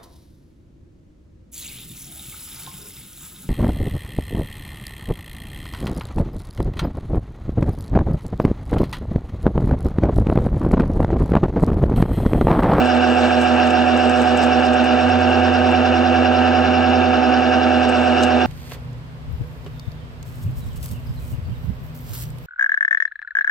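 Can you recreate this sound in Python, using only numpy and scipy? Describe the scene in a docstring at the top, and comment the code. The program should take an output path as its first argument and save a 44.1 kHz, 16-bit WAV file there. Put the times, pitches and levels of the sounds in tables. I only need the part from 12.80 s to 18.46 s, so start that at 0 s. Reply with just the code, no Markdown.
"""An upright vacuum cleaner is pushed over carpet in a small room, picking up spilled crumbs.
From the start its motor hums at the rotation rate and beats against the mains ripple, turbulent air
rushes through resonant ducts, the belt-driven brush roll drones, and grit rings the plastic intake.
Near 2 s the roll digs in; drawn back, it runs faster and louder while the grit thins out.
Near 4.4 s the cleaner is pushed again, the roll digs in briefly, and the last crumbs follow after 5 s."""
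import sys
import numpy as np
from scipy import signal
from scipy.fft import rfft, irfft
from scipy.io import wavfile
from scipy.ndimage import map_coordinates

SR = 44100
rng = np.random.default_rng(int(sys.argv[2]) if len(sys.argv) > 2 else 0)


def store_wav(level_fs):
    """Save 16-bit WAV to argv[1]."""
    pcm = np.round(np.clip(np.atleast_2d(level_fs), -1, 1) * 32767)
    wavfile.write(sys.argv[1], SR, pcm.T.astype(np.int16))


N = 249606
TIME = np.arange(N) / SR
FREQS = np.fft.rfftfreq(N, 1 / SR)
SIDE = np.array([[.5], [-.5]])  # shares a difference between left and right


def from_db(db):
    return 10 ** (np.asarray(db) / 20)


def unit_rms(x):
    return x / np.sqrt(np.mean(x ** 2) + 1e-20)


def in_time(curve):
    """Linear interpolation of a curve at every sample."""
    return np.interp(TIME, *np.transpose(curve))


def in_frequency(curve):
    """Interpolation of a spectrum on a log-frequency axis."""
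    hz, value = np.transpose(curve)
    return np.interp(np.log1p(FREQS), np.log1p(hz), value)


def drift(corner_hz):
    """Low-pass noise: a slow random fluctuation of unit rms."""
    return unit_rms(irfft(rfft(rng.standard_normal(N)) / (1 + (FREQS / corner_hz) ** 2), N))


def bump(centre_s, half_s):
    """A Gaussian pulse of height 1."""
    return np.exp(-((TIME - centre_s) / half_s) ** 2)


def shaft_angle(speed_hz):
    """Angle is the time integral of rotation rate."""
    return 2 * np.pi * np.cumsum(speed_hz) / SR


def stereo_tone(phase, rms_db, pan_db, lead_rad):
    """A sinusoid placed by level and phase differences between the sides."""
    return np.sqrt(2) * from_db(rms_db + SIDE * pan_db) * np.cos(phase + SIDE * lead_rad)


# rotation rate of the motor: t/s, f/Hz
MOTOR_SPEED = [(0.0, 247.4), (0.59, 246.91), (1.84, 248.24), (2.94, 249.83), (4.83, 250.46), (5.13, 248.46),
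               (5.66, 248.18)]


def motor_motion(ripple_hz=120, first_throb_s=0.02703, choke_db_per_hz=0.13):
    """Rotor phase, mains ripple phase and flow level. Fan loading: choked, it spins up and moves less air."""
    speed = in_time(MOTOR_SPEED)
    rotor = shaft_angle(speed) - 2 * np.pi * (speed[0] - 2 * ripple_hz) * first_throb_s
    ripple = 2 * np.pi * ripple_hz * TIME
    flow_db = 0.08 - choke_db_per_hz * (speed - speed.mean())
    return rotor, ripple, flow_db


# tones at order * rotation rate + sideband * ripple rate: order, sideband, level/dB, left-right/dB
MOTOR_TONES = [(0, 1, -47.5, -2), (-1, 4, -40.2, -5), (0, 2, -29.8, -5), (1, 0, -20.8, -7),
               (2, -2, -40.9, -6), (0, 3, -44, -2), (1, 1, -42.5, 1), (2, -1, -32.6, 0), (3, -3, -42.2, -4),
               (1, 2, -36.5, -2), (2, 0, -30.4, -3), (1, 3, -35.3, -1), (2, 1, -29.1, 1),
               (3, -1, -32.6, -2), (4, -3, -37, -4), (0, 6, -41.5, -8), (1, 4, -37, -6), (2, 2, -31.2, -12),
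               (3, 0, -25.6, -13), (4, -2, -35.5, -8), (5, -4, -37.5, -3), (2, 3, -43, -6),
               (3, 1, -42.4, -9), (3, 2, -44, 2), (3, 3, -46.3, 0), (5, 0, -39.5, -2), (6, -1, -42.8, -5),
               (4, 5, -43, 0), (6, 1, -41, 2)]
# clusters by ripple multiple: lead on the throb/rad, warble/rad (0 beats in level, pi / 2 in pitch)
CLUSTER_BEATS = {2: (-0.95, -0.95), 4: (0.9, 1.8), 5: (-0.7, 1.45), 6: (-1.72, 1.72)}


def motor_hum(rotor, ripple):
    """Modulation: torque ripple gives rotor harmonics sidebands; neighbours beat at about 7-10 Hz."""
    start = rng.uniform(0, 2 * np.pi, 32)
    out = 0
    for order, sideband, db, pan_db in MOTOR_TONES:
        cluster = 2 * order + sideband  # nearest multiple of the ripple rate
        _, strongest = max((level, k) for k, m, level, _ in MOTOR_TONES if 2 * k + m == cluster)
        ahead, warble = CLUSTER_BEATS.get(cluster, (0, np.pi / 2))
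        offset = ahead * (order - strongest) + warble * abs(order - strongest)
        phase = order * rotor + sideband * ripple + start[cluster] + offset
        waver_db = (0.14 + 0.12 * order) * drift(1.7)
        out += stereo_tone(phase, db - waver_db, pan_db, lead_rad=0.89)
    return out


def fan_whine(rotor, ripple, sideband_spread=3.26, size=1024):
    """Double periodicity, in rotor angle and ripple phase, splits each high harmonic into sidebands."""
    orders, sidebands = np.arange(5, 26)[:, None], np.arange(-6, 7)
    phases = rng.uniform(0, 2 * np.pi, (len(orders), len(sidebands)))
    lines = np.zeros((size, size // 8), complex)
    lines[orders, sidebands] = np.exp(-.5 * (sidebands / sideband_spread) ** 2 + 1j * phases)
    pattern = np.fft.ifft2(lines).real  # pressure over one rotor turn and one ripple cycle
    where = [phase / (2 * np.pi) % 1 * steps for phase, steps in zip((rotor, ripple), pattern.shape)]
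    return unit_rms(map_coordinates(np.pad(pattern, (0, 1), mode="wrap"), where, order=1))


def room(x, wet_db, t60_s=0.13):
    """Reverberation: reflections off carpet and furniture decay exponentially, different on each side."""
    t = TIME[:N // 16]
    tail = rng.standard_normal((2, len(t))) * from_db(-60 * t / t60_s) * (t > .003)
    tail /= np.sqrt(np.sum(tail ** 2, axis=1, keepdims=True))
    return from_db(wet_db) * signal.fftconvolve(np.atleast_2d(x), tail, axes=1)[:, :N]


# spectral density of the rushing air: f/Hz, relative level/dB
AIR_SPECTRUM = [(20, -74), (130, -74.6), (220, -57), (450, -54), (800, -54), (1000, -62.5), (1750, -61.5),
                (2050, -72), (3300, -75.5), (5500, -80.5), (6800, -89), (8200, -100), (9000, -106.5),
                (15000, -128)]
# resonances of ducts and housing: f/Hz, width/Hz, gain/dB
DUCT_MODES = [(518, 52, 3.5), (756, 170, 6.5), (1310, 187, 5), (1553, 233, 7.5), (2286, 113, 8),
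              (2769, 503, 19.5), (3594, 340, 9), (4040, 200, 7), (4966, 310, 7.5), (5453, 170, 10.5),
              (6150, 190, 6), (7700, 577, 9)]
# bands of hiss that swell with the motor's throb: f/Hz, half width/Hz, depth, lead on the throb/rad
THROB_BANDS = [(1500, 230, 0.11, 2.8), (2650, 680, 0.18, 3.4), (3760, 710, 0.18, 1.1),
               (5420, 780, 0.48, 2.1), (7200, 990, 0.09, 0.43)]
# level difference of the air noise: f/Hz, left-right/dB
AIR_BALANCE = [(60, 1.5), (87, -6.5), (130, -1), (180, -1), (270, -6.5), (390, 1), (570, -4), (820, -5),
               (1190, -2.5), (1740, 2.5), (2520, 6), (3660, -1), (5330, -2.5), (7740, 0)]
# phase difference of the air noise: f/Hz, lead of the left/rad
AIR_LEAD = [(0, 0.36), (260, 0.73), (950, 0.1), (1210, 1), (1890, -0.97), (2240, -0.95), (2500, 0.12),
            (3360, -1.5), (3700, -1.77), (4050, -1.86), (4390, 0.88), (5250, -0.31), (5860, 0.1),
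            (7920, 0.039)]


def airflow(rotor, ripple, flow_db, gain_db=-1.5, whine_db=-12.0):
    """Turbulence: broadband noise, pulsed by fan turn and ripple, is coloured by duct resonance."""
    pulse_db = 1.5 * np.cos(rotor) + 2.43 * np.cos(ripple) + 0.85 * drift(30)
    turbulence = unit_rms(from_db(pulse_db) * rng.standard_normal(N))
    jet = from_db(flow_db) * (turbulence + from_db(whine_db) * fan_whine(rotor, ripple))
    direct = rfft(jet)
    slip = rotor - 2 * ripple  # the hiss swells once per cycle of this phase
    for hz, half_width, depth, ahead in THROB_BANDS:
        swell = np.exp(2 * np.cos(slip + ahead))
        swell = unit_rms(swell - swell.mean()) / np.sqrt(2)
        band = np.exp(-((FREQS - hz) / half_width) ** 2)
        direct += depth * band * rfft(jet * swell)
    reflected = rfft(room(irfft(direct, N), wet_db=-12))
    heard = direct * np.exp(1j * SIDE * in_frequency(AIR_LEAD)) + reflected
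    ducts_db = sum(db / (1 + (2 * (FREQS - hz) / width) ** 2) for hz, width, db in DUCT_MODES)
    colour_db = in_frequency(AIR_SPECTRUM) + ducts_db + SIDE * in_frequency(AIR_BALANCE)
    return np.sqrt(SR / 2) * irfft(heard * from_db(gain_db + colour_db), N)


# the roll digs in at the end of a stroke: t/s, half length/s, slowing/Hz
BRUSH_STALLS = [(2.021, 0.4, 2.8), (4.46, 0.1088, 5.4)]


def brush_motion(pull_start_s=2.23, pull_end_s=4.35, turnaround_s=0.04, pushed_hz=82.9, pushed_db=-30.5):
    """Friction: the pile slows the roll; drawn back, the nozzle lifts and it runs freer and louder."""
    lift = .5 * (np.tanh((TIME - pull_start_s) / turnaround_s)
                 - np.tanh((TIME - pull_end_s) / turnaround_s))
    overshoot_hz = 3.6 * np.exp(-np.maximum(TIME - pull_start_s, 0) / 0.33)  # on coming free of the pile
    drag_hz = sum(slowing * bump(s, half_s) for s, half_s, slowing in BRUSH_STALLS)
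    uneven_pile_hz = 0.393 * drift(2.4)
    change_hz = lift * (2.0 + overshoot_hz) - (1 - lift) * drag_hz + uneven_pile_hz
    return pushed_hz + change_hz, pushed_db + 2.5 * lift + 0.5 * change_hz


# overtones of the brush roll: order, level/dB
BRUSH_HARMONICS = [(2, -45.5), (3, -43.5), (4, -33), (5, -45), (6, -41.5), (8, -43), (9, -44.5),
                   (10, -44.5)]


def brush_roll(pan_db=-3.5):
    """Forced vibration: the roll shakes the nozzle once a turn; overtones flutter as bristles catch."""
    speed_hz, db = brush_motion()
    turn = shaft_angle(speed_hz)
    out = stereo_tone(turn, db + 0.55 * drift(8), pan_db, lead_rad=.15)
    for order, order_db in BRUSH_HARMONICS:
        phase = order * turn + 0.045 * order * drift(4.0) + rng.uniform(0, 2 * np.pi)
        swell_db = 0.81 * (db - db.mean()) * (2 / order) ** 2  # low orders follow the fundamental
        flutter_db = 2.0 * drift(3.1)
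        out += stereo_tone(phase, order_db + swell_db + flutter_db, pan_db, lead_rad=0.76)
    return out


def ring(clicks, hz, t60_s):
    """Damped oscillator: a unit impulse starts a decaying sine of height 1."""
    r, w = from_db(-60 / (t60_s * SR)), 2 * np.pi * hz / SR
    return signal.lfilter([0, np.sin(w)], [1, -2 * r * np.cos(w), r * r], clicks + 1e-18)


# modes of the plastic intake: f/Hz, relative level/dB, T60/s
INTAKE_MODES = [(3100, 0.5, .006), (3830, 1.5, 0.0046), (5070, 2, .006), (6140, 2, 0.0069),
                (6800, -2, 0.0059), (7470, 0, .008), (7900, 1.5, 0.0096), (8400, -12, 0.0059),
                (9800, -11.5, .005), (10100, -12.5, 0.0056), (12000, -11.5, .006), (13000, -18, .004)]


def intake(clicks, spread_db, side_spread=0.48):
    """Modal superposition: each impact excites the modes with its own strengths, unequal left and right."""
    at = np.flatnonzero(clicks)
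    weight_db = 20 * np.log10(clicks[at] / clicks[at].mean())
    out = 0
    for hz, db, t60_s in INTAKE_MODES:
        # heavier grains stay in contact longer and favour the low modes
        body_db = 0.58 * np.maximum(weight_db, 0) * max(np.log2(8000 / hz), 0)
        polarity = rng.choice([-1, 1], len(at))
        strength = polarity * from_db(db + body_db + spread_db * rng.standard_normal(len(at)))
        hits = np.zeros((2, N))
        hits[:, at] = clicks[at] * strength * (1 + side_spread * rng.standard_normal((2, len(at))))
        out += ring(hits, hz, t60_s)
    return out + room(out, wet_db=-14)


# fine dirt going up the intake: t/s, relative level/dB
DIRT_FLOW = [(0.0, -63.5), (0.5, -61.5), (0.94, -64.5), (1.45, -60), (2.03, -70), (3.37, -73.5),
             (3.55, -85), (4.65, -78), (5.22, -62), (5.66, -68.5)]


def fine_dirt(grains_per_s=1500, clump_db=4.5, gain_db=13.5, spray_db=-36.5):
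    """Shot noise: small grains strike the intake in random clumps, louder in a spray around each crumb."""
    arrivals = rng.random(N) < grains_per_s * from_db(clump_db * drift(15)) / SR
    sizes = from_db(2.0 * np.minimum(rng.exponential(1, N), 4))
    patter = unit_rms(intake(arrivals * sizes, spread_db=2.5))
    spray = sum(from_db(db + spray_db) * bump(s, half_s=0.011) for s, db in CRUMB_HITS)
    return from_db(gain_db) * (from_db(in_time(DIRT_FLOW)) + spray) * patter


# larger crumbs hitting the intake: t/s, relative level/dB
CRUMB_HITS = [(0.0508, -34), (0.6145, -28.5), (0.8689, -31.5), (0.9023, -32.5), (1.174, -34),
              (1.296, -30.5), (1.417, -30.5), (1.5727, -29.5), (1.618, -38), (1.6288, -28), (1.8522, -33.5),
              (1.934, -33.5), (2.0433, -33.5), (2.2922, -42.5), (2.4952, -41), (2.9135, -39), (5.0908, -33),
              (5.4274, -30), (5.434, -24)]


def crumbs(gain_db=-9.0, mean_gap_s=.0019, bounce_loss_db=1.2, impacts=14):
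    """Inelastic collision: each crumb ricochets up the intake, losing energy at every bounce."""
    clicks = np.zeros(N)
    for s, db in CRUMB_HITS:
        gaps = rng.exponential(mean_gap_s, impacts)
        times = s + np.cumsum(gaps) - gaps[0]
        at = np.clip(times * SR, 0, N - 1).astype(int)
        clicks[at] = from_db(db + gain_db - bounce_loss_db * np.arange(impacts))
    return intake(clicks, spread_db=1.0)


def scene():
    """Superposition: one motor drives hum and airflow; brush roll, dirt and crumbs add to them."""
    rotor, ripple, flow_db = motor_motion()
    return motor_hum(rotor, ripple) + airflow(rotor, ripple, flow_db) + brush_roll() + fine_dirt() + crumbs()


def record(dry, rolloff_hz=14000, cutoff_hz=15800):
    """Low-pass filtering: the highest treble fades, then the top is cut steeply."""
    soft = signal.sosfilt(signal.butter(2, rolloff_hz, fs=SR, output="sos"), dry)
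    return signal.sosfilt(signal.ellip(10, .1, 80, cutoff_hz, fs=SR, output="sos"), soft)


dry = scene()
out = record(dry)
store_wav(out)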